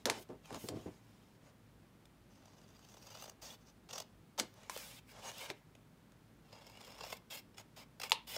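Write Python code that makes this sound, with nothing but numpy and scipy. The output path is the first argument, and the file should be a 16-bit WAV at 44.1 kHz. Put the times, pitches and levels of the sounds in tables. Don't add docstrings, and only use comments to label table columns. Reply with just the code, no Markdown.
import sys
import numpy as np
from scipy import signal
from scipy.fft import rfft, irfft
from scipy.io import wavfile

SR = 44100
rng = np.random.default_rng(int(sys.argv[2]) if len(sys.argv) > 2 else 0)


def makeup_ratio(level_db):
    decades = np.asarray(level_db, float) / 20
    return 10 ** decades


def output_pcm(signal):
    pcm = np.clip(np.atleast_2d(signal).T, -1, 1) * 32767
    wavfile.write(sys.argv[1], SR, np.round(pcm).astype(np.int16))


N = 369116


def rms_one(x):
    return x / np.sqrt(np.mean(x ** 2) + 1e-20)


def band(x, low_hz, high_hz):
    edges_hz = [low_hz, min(high_hz, .45 * SR)]
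    return signal.sosfilt(signal.butter(2, edges_hz, "band", fs=SR, output="sos"), x)


def resonate(x, peaks):
    out = 0
    for k, (hz, width_hz, level_db) in enumerate(peaks):
        r = np.exp(-np.pi * width_hz / SR)
        b = [(1 - r * r) / 2, 0, (r * r - 1) / 2]
        a = [1, -2 * r * np.cos(2 * np.pi * hz / SR), r * r]
        out = out + (-1) ** k * makeup_ratio(level_db) * signal.lfilter(b, a, x + 1e-18)
    return out


def drift(rate_hz):
    r = np.exp(-2 * np.pi * rate_hz / SR)
    noise = rng.standard_normal(N + SR)
    return rms_one(signal.lfilter([1], [1, -2 * r, r * r], noise)[SR:])


def strokes(tables, attack_s=0.0113, release_s=.015):
    t = np.arange(N) / SR
    out = np.zeros((len(tables[0][0]) - 1, N))
    for rows in tables:
        s, *columns = np.transpose(rows)
        span = slice(*np.searchsorted(t, [s[0] - attack_s, s[-1] + release_s]))
        onset = .5 + (t[span] - s[0]) / attack_s
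        ending = 1 + (s[-1] - t[span]) / release_s
        inside = np.clip(np.minimum(onset, ending), 0, 1) ** 2
        levels_db = np.array([np.interp(t[span], s, c) for c in columns])
        out[:, span] += inside * makeup_ratio(levels_db)
    return out


def shared_out(level_db, brightness_db, sheet_db, edge_db):
    edge_follows = 1.41
    sheet = level_db + sheet_db - brightness_db
    return level_db, sheet, level_db + edge_db + edge_follows * brightness_db


def rubbing(touch, rows, curves=()):
    brightens_db = -0.5
    sheet_db, edge_db, attack_s, release_s = touch
    straight = [[(s, start_db, bright - brightens_db / 2), (s + length, end_db, bright + brightens_db / 2)]
                for s, length, start_db, end_db, bright in rows]
    tables = [[(s, *shared_out(db, bright, sheet_db, edge_db)) for s, db, bright in curve]
              for curve in straight + list(curves)]
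    return strokes(tables, attack_s, release_s)


def drag():
    # (time [s], pressure [dB], brightness [dB])
    cuts = [
        [(2.3, -73, -4), (2.514, -71, -5.5), (2.926, -67.5, 0), (3.122, -57.5, -2), (3.24, -55, 3),
         (3.32, -69, -7)],
        [(6.44, -76, -5), (6.515, -70, -5), (6.53, -59, -7), (6.568, -65.5, -6.5), (6.7, -61.5, -2.5),
         (7.014, -55.5, -3.5), (7.14, -53.5, 3.5), (7.18, -65, -6.5)],
    ]
    # (start [s], length [s], start level [dB], end level [dB], brightness [dB])
    snips = [
        (.057, 0.07, -51, -61.5, -19),
        (3.888, .135, -59, -53, -3),
        (4.378, 0.035, -41.5, -80.5, -6),
        (7.999, .04, -56, -56, 2),
    ]
    openings = [(3.416, 0.1308, -49.5, -54.5, 1), (4.702, 0.0593, -53.5, -52, 3.5),
                (4.771, 0.218, -49.5, -59, 3), (7.302, .058, -47, -45, 4), (7.37, .025, -46, -52, 4),
                (7.568, .04, -56, -54, 1), (7.762, 0.07, -51, -56.5, -1), (8.038, 0.042, -42, -55, 0.5),
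                (8.269, 0.0904, -49.5, -42.5, 4)]
    fingers = [(0.0, 0.033, -54.5, -73, -2.5), (.105, 0.0792, -47.5, -55, -4.5),
               (0.194, 0.0297, -54.5, -60.5, 7.5), (0.454, 0.0328, -51, -64, -3),
               (0.491, .07, -58, -51, -8), (0.564, 0.1186, -57.5, -57, 6),
               (0.999, 0.357, -73.5, -77.5, -0.5), (0.725, 0.259, -60, -71.5, -2),
               (1.42, .08, -67.5, -70, -8), (3.605, .015, -60, -63.5, -2), (3.668, .025, -57, -60, -2),
               (4.41, 0.104, -70, -75, 4.5), (4.533, 0.165, -62.5, -67, -5.5),
               (5.083, 0.0323, -57, -59, 4.5), (5.122, 0.0729, -59, -59, -9),
               (5.209, 0.0852, -52, -46, -4.5), (5.301, 0.0705, -48.5, -60, -0.5),
               (5.37, .09, -46, -50, -1), (5.474, 0.0294, -50, -47, -5), (5.531, 0.054, -72, -73.5, -1)]
    # (sheet dB, edge dB against the blades at brightness 0, attack s, release s)
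    finger_touch = (-7, -11.5, 0.0839, 0.0288)
    opening_touch = (-8, -12, .009, .022)
    cutting_touch = (-7, -11, 0.0022, 0.0058)

    clumps = makeup_ratio(2.2 * drift(60) + 2.5 * drift(500))
    slides = rubbing(finger_touch, fingers) * makeup_ratio(.7 * drift(12.8)) + rubbing(opening_touch, openings)
    gains = slides * makeup_ratio(0.394 * drift(40)) + rubbing(cutting_touch, snips, cuts) * clumps
    return gains * rng.standard_normal((3, N))


def breaks():
    # (time [s], peak [dB], brightness [dB], swell [ms])
    cut_breaks = [(2.454, -48.5, 2.5, 2.4), (2.6135, -52, 0, 2.2), (2.79, -50, 0, 2.2),
                  (2.8477, -50.5, 2.5, 1.8), (2.886, -50.5, 1.5, 1.8), (2.918, -50, 3, 2.2),
                  (2.9387, -47, 0, 3.1), (2.967, -46, -1, 2.8), (3.0654, -45, 0, 5.1),
                  (3.1028, -44, 2.5, 2.2), (3.1461, -41.5, 0, 4.9), (3.1709, -45.5, 1, 2.2),
                  (3.1956, -49, 3, 2.5), (3.2211, -35, 0.5, 2.5), (3.2389, -37, 0, 2.5),
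                  (3.254, -43, 3.5, 3.4), (3.277, -43.5, -5, 2.2), (3.2945, -36, 4, 2.2),
                  (3.906, -38, 0, 3.5), (3.9265, -35, 1, 6.5), (3.953, -37, 0, 4.5),
                  (3.9775, -32, 2, 4.2), (3.9995, -30, 3, 2.4), (4.3833, -32, -6, 2.5),
                  (4.388, -27, 7, 3.2),
                  (6.696, -45.5, 4.5, 2.2), (6.771, -44.5, 0.5, 2.5), (6.8443, -44, 3, 4.8),
                     (6.8762, -50.5, -11, 3.3), (6.983, -46, 0, 3.5), (7.005, -38, -5, 4.5),
                     (7.033, -38, -3, 5.2), (7.0592, -41, 0, 4.2), (7.0984, -38, 1, 4.5),
                     (7.122, -30, 1, 4.2), (7.167, -45, 8, 3.1), (7.3, -48, 5, 2.8), (7.5422, -57, 0, 3.5),
                     (7.579, -38, 0, 3.2), (7.5944, -44, -2, 3.2), (7.9975, -33, 2, 2.5),
                     (8.0135, -30, 4, 3.8), (8.0315, -28, 2, 4.2), (8.0955, -30, 4, 1.6),
                     (8.106, -32, 6, 1.5), (8.1245, -27, -3, 2.2), (8.3614, -27.5, 2, 2.2),
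                     (6.664, -46, 3, 4.5), (6.805, -46, 3, 2.8), (6.916, -46, 0, 3.5), (7.612, -52, 5, 1.8)]
    # (time [s], peak [dB], brightness [dB])
    handling_breaks = [(0.0701, -31, -7.5), (0.2885, -53.5, -4.5), (0.456, -47.5, 2.5),
                       (0.5044, -42, -10.5), (0.5265, -41, -4.5), (0.544, -35, -5), (0.6864, -30.5, -0.5),
                       (2.0539, -50, -1.5), (4.5386, -50.5, 7.5), (4.6327, -47, -5), (4.7631, -40, -1),
                       (4.774, -35, 9.5), (5.0912, -54, 3.5), (5.3149, -39.5, 0.5), (5.3807, -47.5, 16),
                       (5.7505, -49, -2.5), (6.119, -54, -5.5)]
    handling_swell_ms = 1.6
    sheet_db, edge_db = -3, -17.5

    out = np.zeros((3, N + 2000))
    t_ms = np.arange(2000) / SR * 1000
    rows = [(*row, handling_swell_ms) for row in handling_breaks] + cut_breaks
    chance = rng.standard_normal((len(rows), 2, 2000))
    for (s, peak_db, bright, swell_ms), (noise, size) in zip(rows, chance):
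        gains = makeup_ratio(np.array(shared_out(peak_db, bright, sheet_db, edge_db)))[:, None]
        x = t_ms / max(swell_ms, .1)
        clicks = noise * makeup_ratio(1.78 * size)
        out[:, round(s * SR):][:, :2000] += gains * clicks * x ** 2 * np.exp(1 - 2 * x)
    return out[:, :N]


def lifted(x, peaks, patchy_db, rate_hz):
    for hz, width_hz, lift_db in peaks:
        lift = makeup_ratio(lift_db + patchy_db * drift(rate_hz)) - 1
        upper = .5 + .5 * np.tanh(2 * drift(rate_hz))
        above = resonate(x * lift * upper, [(1.025 * hz, width_hz, 0)])
        below = resonate(x * lift * (1 - upper), [(.975 * hz, width_hz, 0)])
        x = x + above + below
    return x


def off_the_table(x):
    lag = SR / 1000 * (1.9 + .25 * drift(2.5))
    return x + .45 * np.interp(np.arange(N) - lag, np.arange(N), x)


def scissors_and_card(drives):
    # (frequency [Hz], width [Hz], lift [dB])
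    first_peaks = [(2796, 310, 8), (3553, 240, 6), (4623, 134, 6.5), (4943, 160, 6), (5813, 102, 7.5),
                   (6420, 118, 8.5), (8420, 260, 0.5), (6000, 1760, 5), (14000, 1900, 4.5),
                   (10500, 2500, -4)]
    second_peaks = [(2204, 214, 9.8), (2777, 189, 8.83), (3387, 225, 8.37), (4090, 97, 3.06),
                    (5120, 340, 10.5), (6960, 250, 5.6), (8700, 160, 3.4), (13600, 1540, 4),
                    (10000, 1800, -4), (6100, 500, -5)]
    loose_peaks = [(1165, 61, 1.86), (1540, 130, 2.46), (2313, 264, 5.1), (2965, 294, 5.02),
                   (3560, 400, 2.6), (5215, 170, 4.54), (6700, 190, 3.75), (9010, 91, 1.15)]
    # (frequency [Hz], width [Hz], level [dB])
    sheet_modes = [(413, 66, -5.5), (588.2, 110.5, 2), (816.4, 195, 0.5), (1054.3, 647, -3)]

    t = np.arange(N) / SR
    first = (t > 2.2) & (t < 4.6)
    second = t > 6.3
    blades, sheet, edge = drives
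    bright = band(blades, 1500, 7500) - makeup_ratio(4) * band(edge, 7500, 18000)
    gripped = lifted(bright * first, first_peaks, 2.0, 14) + lifted(bright * second, second_peaks, 2.0, 14)
    free = lifted(bright * ~(first | second), loose_peaks, 3.5, 14)
    body = band(resonate(sheet, sheet_modes) + 0.1885 * sheet, 411, 1872)
    return off_the_table(makeup_ratio(-5.0) * gripped + makeup_ratio(-0.5) * free) + makeup_ratio(16) * body


def snaps():
    snap_times = [.0557, .0988, .6868, 4.3979, 4.6966, 4.7635, 5.5018, 8.1188]
    # (crack [dB], crack [Hz], sheet ring [Hz], ring [dB], rattle [dB])
    snap_rows = [
        (-13, 4600, 729, -28, -22),
        (-17.5, 3380, 904, -31.5, -22.5),
        (-56, 3600, 401, -29.5, -34.5),
        (-26.5, 2800, 360, -35.5, -21.5),
        (-23.5, 1250, 996, -28, -33.5),
        (-50.5, 2500, 500, -29.5, -41.5),
        (-20.5, 3010, 607, -35.5, -57.5),
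        (-16.5, 2700, 916.4, -16.5, -23),
    ]
    # (frequency [Hz], level [dB], T60 [s])
    shut_modes = [(2230, -21.5, 0.0059), (2786, -13.5, 0.0069), (3615, -15.5, 0.00723),
                  (4167, -15.5, 0.0068), (5180, -24, .006)]
    table_echo_ms = .5

    out = np.zeros(N + 4000)
    t = np.arange(4000) / SR
    noises = rng.standard_normal((len(snap_rows), 4000))
    for s, row, noise in zip(snap_times, snap_rows, noises):
        crack_db, crack_hz, ring_hz, ring_db, rattle_db = row
        crack = -makeup_ratio(crack_db) * np.sin(2 * np.pi * crack_hz * t) * np.exp(-t / .00018)
        crack += .7 * np.roll(crack, round(table_echo_ms * SR / 1000))
        ring_shape = np.exp(-t / .0025) * (1 - np.exp(-t / .0007))
        ring = makeup_ratio(ring_db) * np.sin(2 * np.pi * ring_hz * t) * ring_shape
        rattle_shape = np.exp(-t / .003) + .12 * np.exp(-t / .02)
        rattle = makeup_ratio(rattle_db) * band(noise * rattle_shape, 900, 8000)
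        out[round(s * SR):][:4000] += crack + ring + rattle
    shut = sum((-1) ** k * makeup_ratio(db - 60 * t / t60_s) * np.sin(2 * np.pi * hz * t)
               for k, (hz, db, t60_s) in enumerate(shut_modes))
    out[round(snap_times[-1] * SR):][:4000] += shut
    return out[:N]


def flex():
    # (start [s], rise [s], fall [s], deep boom [dB], upper boom [dB])
    flex_rows = [(0.054, 0.0118, 0.157, -51, -38), (.29, .012, 0.0727, -54.5, -45),
                 (0.511, 0.0432, .06, -49, -43.5), (0.636, 0.0055, 0.0486, -50, -46.5),
                 (.685, 0.0093, 0.0425, -53.5, -47.5), (0.699, 0.0738, 0.083, -45.5, -46.5),
                 (.856, .008, 0.065, -45, -44), (4.389, 0.0162, 0.0606, -69.5, -41.5),
                 (5.498, 0.00324, 0.0413, -62.5, -42.5)]
    # (frequency [Hz], width [Hz], level [dB])
    boom_modes = [(215.2, 47.4, 3.5), (286.2, 76, 6), (406, 91.6, 4.5), (517.4, 13.3, 7), (606.4, 44, -2.5)]
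    rise_db, fall_db = 11, 24.5

    curves = [[(s, deep_db - rise_db, upper_db - rise_db),
               (s + rise, deep_db, upper_db),
               (s + rise + fall, deep_db - fall_db, upper_db - fall_db)]
              for s, rise, fall, deep_db, upper_db in flex_rows]
    deep, upper = strokes(curves)
    lumps = rng.standard_normal(N) * makeup_ratio(2.0 * drift(26.2))
    low_body = rms_one(band(band(lumps, 77.6, 263.6), 67, 285))
    upper_body = rms_one(resonate(lumps, boom_modes) + .3 * band(lumps, 200, 800))
    return deep * low_body + upper * upper_body


def room(x):
    t60_s, dull_hz = 0.25, 3710
    t = np.arange(SR // 2) / SR
    noise = rng.standard_normal((2, len(t))) * (t > .005)
    lows = band(noise[0], 182, dull_hz) * makeup_ratio(-60 * t / t60_s)
    highs = band(noise[1], dull_hz, 24000) * makeup_ratio(-60 * t / (0.367 * t60_s))
    tail = lows + 1.614 * highs
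    return signal.fftconvolve(x, tail / np.sqrt(np.sum(tail ** 2)))[:N] * 1.045


def room_tone():
    # (frequency [Hz], level [dB per Hz])
    air_spectrum = [(40, -16.5), (100, -8.5), (215, -3), (330, -10.5), (620, -18), (1220, -20.5),
                    (6400, -33.5), (16000, -37.5)]
    # (frequency [Hz], width [Hz], level [dB rms])
    fan_drones = [(54.13, 4.1, -73), (109.2, 15.4, -69.5), (150.9, 10, -75.5), (210.7, 55, -81.5)]
    air_db = -61.5

    hz, level_db = np.transpose(air_spectrum)
    bins_hz = np.maximum(np.arange(N // 2 + 1) * SR / N, 1)
    colour = makeup_ratio(np.interp(np.log(bins_hz), np.log(hz), level_db))
    air = irfft(rfft(rng.standard_normal(N)) * colour, N)
    white = rng.standard_normal(N)
    drones = sum(makeup_ratio(db) * rms_one(resonate(white, [(f, width_hz, 0)])) for f, width_hz, db in fan_drones)
    return makeup_ratio(air_db - 4.5) * rms_one(air) + drones


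def scene():
    near = scissors_and_card(drag() + breaks()) + band(snaps(), 480, 20000) + flex()
    return (near + makeup_ratio(-14.5) * room(near) + room_tone())[None]


def band_limit(x):
    return signal.sosfilt(signal.butter(12, 16520, fs=SR, output="sos"), x)


def record(dry):
    # (frequency [Hz], width [Hz], level [dB])
    port_peak = [(15300, 600, -11)]
    low_cut = signal.butter(2, 38, "high", fs=SR, output="sos")
    top_cut = signal.cheby2(14, 40, 16050, fs=SR, output="sos")
    heard = signal.sosfilt(low_cut, dry + resonate(dry[0], port_peak))
    heard = signal.sosfilt(top_cut, heard)
    return band_limit(heard)


dry = scene()
out = record(dry)
output_pcm(out)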